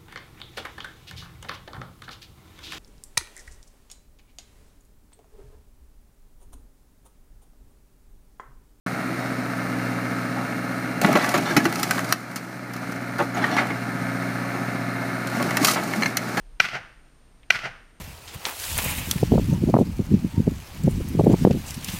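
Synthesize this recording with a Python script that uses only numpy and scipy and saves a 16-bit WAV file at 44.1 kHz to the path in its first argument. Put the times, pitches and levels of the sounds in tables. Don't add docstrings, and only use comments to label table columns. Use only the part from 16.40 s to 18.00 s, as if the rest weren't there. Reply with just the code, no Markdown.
import sys
import numpy as np
from scipy import signal
from scipy.fft import rfft, irfft
from scipy.io import wavfile
from scipy.ndimage import uniform_filter1d

SR = 44100
rng = np.random.default_rng(int(sys.argv[2]) if len(sys.argv) > 2 else 0)


def store_wav(level_fs):
    pcm = np.round(np.clip(np.atleast_2d(level_fs), -1, 1) * 32767)
    wavfile.write(sys.argv[1], SR, pcm.T.astype(np.int16))


N = 70560

# t/s, blast gain/dB, echo gain/dB
SHOTS = [(0.2006, 0, -2), (1.1040, 0.5, -3)]
def rifle_shots(t, shared_power=0.92):
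    common, out = reflections(), 0
    for shot, (start_s, blast_db, echo_db) in enumerate(SHOTS):
        age = t - start_s
        pattern = np.sqrt(shared_power) * common + np.sqrt(1 - shared_power) * reflections()
        pattern = np.roll(pattern, int(start_s * SR))
        blast = housing_ring(age, shot) + shock_front(age) + lead_snap(age)
        land = grass_rustle(age) + land_echoes(age, pattern) + far_roll(age, pattern)
        out = out + undb(blast_db) * blast + undb(echo_db) * (age > 0) * land
    return out


# f/Hz, relative density/dB
CRACK_SPECTRUM = [(100, -17), (500, -5.5), (1000, -10), (1500, -1.5), (2700, 9.5), (3700, -5.5),
                  (6000, -11.5), (7200, -26), (10000, -28.5), (12000, -19.5), (16000, -32)]
def shock_front(age):
    noise = steady(colour(rng.standard_normal(N), CRACK_SPECTRUM), samples=130)
    return undb(-20) * burst(age, hold_s=0.0056, fade_s=0.0025) * noise


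def lead_snap(age, lead_s=0.0016, width_s=0.0005):
    envelope = np.exp(-0.5 * ((age + lead_s) / width_s) ** 2)
    return undb(-29) * envelope * steady(band(hz=3000, width_hz=1500), samples=90)


# f/Hz, time to peak/ms, relative level in shot 1/dB, in shot 2/dB
HOUSING_MODES = [(132, 3.0, -31.5, -34.5), (400, .7, -34.5, -32.5), (726, 1.5, -20, -21.5),
                 (1340, 2.7, -16.5, -23), (1512, 2.19, -11, -13), (1977, 2, -13.5, -12),
                 (2092, 2.0, -18, -28.5), (2379, 2.1, -9.5, -10.5), (2687, 1.7, -26.5, -13),
                 (2904, 1.3, -11, -15), (3300, 1.4, -29.5, -19.5), (4090, 1.4, -21.5, -26),
                 (4270, 2.2, -33.5, -27), (4870, 1.5, -33, -33.5), (5610, 1.2, -21, -24),
                 (6040, 0.92, -31.5, -21.5)]
def housing_ring(age, shot, scatter_rad=0.2):
    t, ring = np.maximum(age, 0), 0
    phases = scatter_rad * rng.standard_normal(len(HOUSING_MODES))
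    for k, (hz, peak_ms, *levels_db) in enumerate(HOUSING_MODES):
        swell = t * 1000 / peak_ms
        envelope = undb(levels_db[shot]) * swell * np.exp(1 - swell)
        ring = ring + (-1) ** k * envelope * np.sin(2 * np.pi * hz * t + phases[k])
    return undb(1) * ring


# f/Hz, relative density/dB
GRASS_SPECTRUM = [(100, -15), (400, -15.5), (1000, -8), (1450, -0.5), (2500, -1), (3700, -8), (5500, -8),
                  (7200, -20.5), (12000, -24.5), (16000, -35.5)]
def grass_rustle(age):
    return undb(-27) * burst(age, hold_s=0, fade_s=0.056) * colour(reflections(), GRASS_SPECTRUM)


# delay/s, spread/s, relative levels of crackle/dB, thud/dB, boom/dB
ECHOES = [(.044, 0.009, -31, -53, -48.5), (.056, 0.0063, -29, -51, -44.5), (.0875, 0.0014, -27, -60, -73),
          (.105, 0.022, -36, -57, -63.5), (0.148, 0.0093, -30.5, -39, -42),
          (0.169, 0.0084, -35.5, -40.5, -53), (0.199, 0.0059, -59.5, -62, -50), (.47, .009, -66, -79, -67)]
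# f/Hz, relative density/dB
CRACKLE_SPECTRUM = [(100, -20.5), (400, -19.5), (1000, -15.5), (1400, 0), (1750, -5.5), (2000, -0.5),
                    (2450, -5), (3100, -7), (3700, -18), (4300, -14.5), (6000, -18.5), (7200, -27.5),
                    (12000, -38.5), (16000, -42)]
THUD_SPECTRUM = [(60, -31), (200, -12), (350, -14.5), (520, -6), (720, 9.5), (860, 2.5), (1100, -23),
                 (3000, -47)]
BOOM_SPECTRUM = [(40, -34), (95, -17), (122, -2), (138, 3.5), (160, -5.5), (220, -20.5), (600, -56)]
def land_echoes(age, pattern, air_db_per_khz_s=6):
    thud = steady(colour(pattern, THUD_SPECTRUM), samples=700)
    boom = steady(colour(pattern, BOOM_SPECTRUM), samples=900)
    out = 0
    for delay_s, spread_s, crackle_db, thud_db, boom_db in ECHOES:
        crackle = colour(pattern, CRACKLE_SPECTRUM, air_db_per_khz_s * delay_s)
        envelope = np.exp(-(0.5 * (age - delay_s) / spread_s) ** 2)
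        out = out + envelope * (undb(crackle_db) * crackle + undb(thud_db) * thud + undb(boom_db) * boom)
    return out


# f/Hz, relative density/dB
ROLL_SPECTRUM = [(60, -5.5), (140, -4), (300, -12.5), (700, -4), (1000, -8), (1450, 2), (2000, -1.5),
                 (2800, -7), (3800, -18.5), (6000, -22), (8000, -41.5), (16000, -50.5)]
def far_roll(age, pattern, peak_s=0.21, rise_s=0.057, t60_s=0.57):
    rise = np.exp(np.minimum(age - peak_s, 0) / rise_s)
    decay = undb(-60 * np.maximum(age - peak_s, 0) / t60_s)
    return undb(-40.5) * rise * decay * colour(pattern, ROLL_SPECTRUM)


# f/Hz, relative density/dB
AIR_SPECTRUM = [(12, -30.5), (20, 0), (45, -7), (86, -22.5), (127, -17), (216, -24.5), (241, -22),
                (388, -27.5), (802, -31), (1330, -33.5), (1760, -34.5), (7950, -46.5), (8890, -47.5),
                (14300, -55), (16000, -67)]
# t/s, level/dB
GUST = [(0, -45.5), (.05, -46), (.115, -40.5), (.16, -45), (.2, -60.5), (.3, -75.5)]
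def wind(t):
    air = undb(-53.5) * colour(rng.standard_normal(N), AIR_SPECTRUM)
    gust = undb(np.interp(t, *np.array(GUST).T))
    return air + gust * steady(band(hz=33, width_hz=4), samples=2600)


def tick(t, start_s=1.032):
    return undb(-47.5) * burst(t - start_s, hold_s=0, fade_s=0.005) * band(hz=2500, width_hz=625)


def whine(t, hz=8785):
    return undb(-74.5) * np.sqrt(2) * np.sin(2 * np.pi * hz * t)


def reflections(grain_db=2, grain_samples=30):
    noise = rng.standard_normal(N)
    strength_db = grain_db * rng.standard_normal(N // grain_samples + 1)
    return unit(noise * undb(np.repeat(strength_db, grain_samples)[:N]))


def colour(x, spectrum, loss_db_per_khz=0):
    f = np.fft.rfftfreq(N, 1 / SR) + 1e-3
    hz, db = np.array(spectrum).T
    gain = undb(np.interp(np.log(f), np.log(hz), db))
    shaped = unit(irfft(rfft(x) * gain, N))
    return irfft(rfft(shaped) * undb(-loss_db_per_khz * np.maximum(f / 1000 - 2, 0)), N)


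def band(hz, width_hz):
    f = np.fft.rfftfreq(N, 1 / SR)
    gain = np.exp(-0.5 * ((f - hz) / width_hz) ** 2)
    return unit(irfft(rfft(rng.standard_normal(N)) * gain, N))


def burst(age, hold_s, fade_s):
    return (age >= 0) * np.exp(-np.maximum(age - hold_s, 0) / fade_s)


def steady(x, samples):
    return x / np.sqrt(uniform_filter1d(x ** 2, samples) + 1e-12)


def undb(db):
    return 10 ** (np.asarray(db) / 20)


def unit(x):
    return x / np.sqrt(np.mean(x ** 2))


def scene():
    t = np.arange(N) / SR
    return (rifle_shots(t) + wind(t) + tick(t) + whine(t))[None]


def record(dry, ceiling=1.1, cutoff_hz=15500):
    soft = dry / (1 + (dry / ceiling) ** 4) ** 0.25
    return signal.sosfilt(signal.ellip(8, 0.2, 70, cutoff_hz, fs=SR, output="sos"), soft)


dry = scene()
out = record(dry)
store_wav(out)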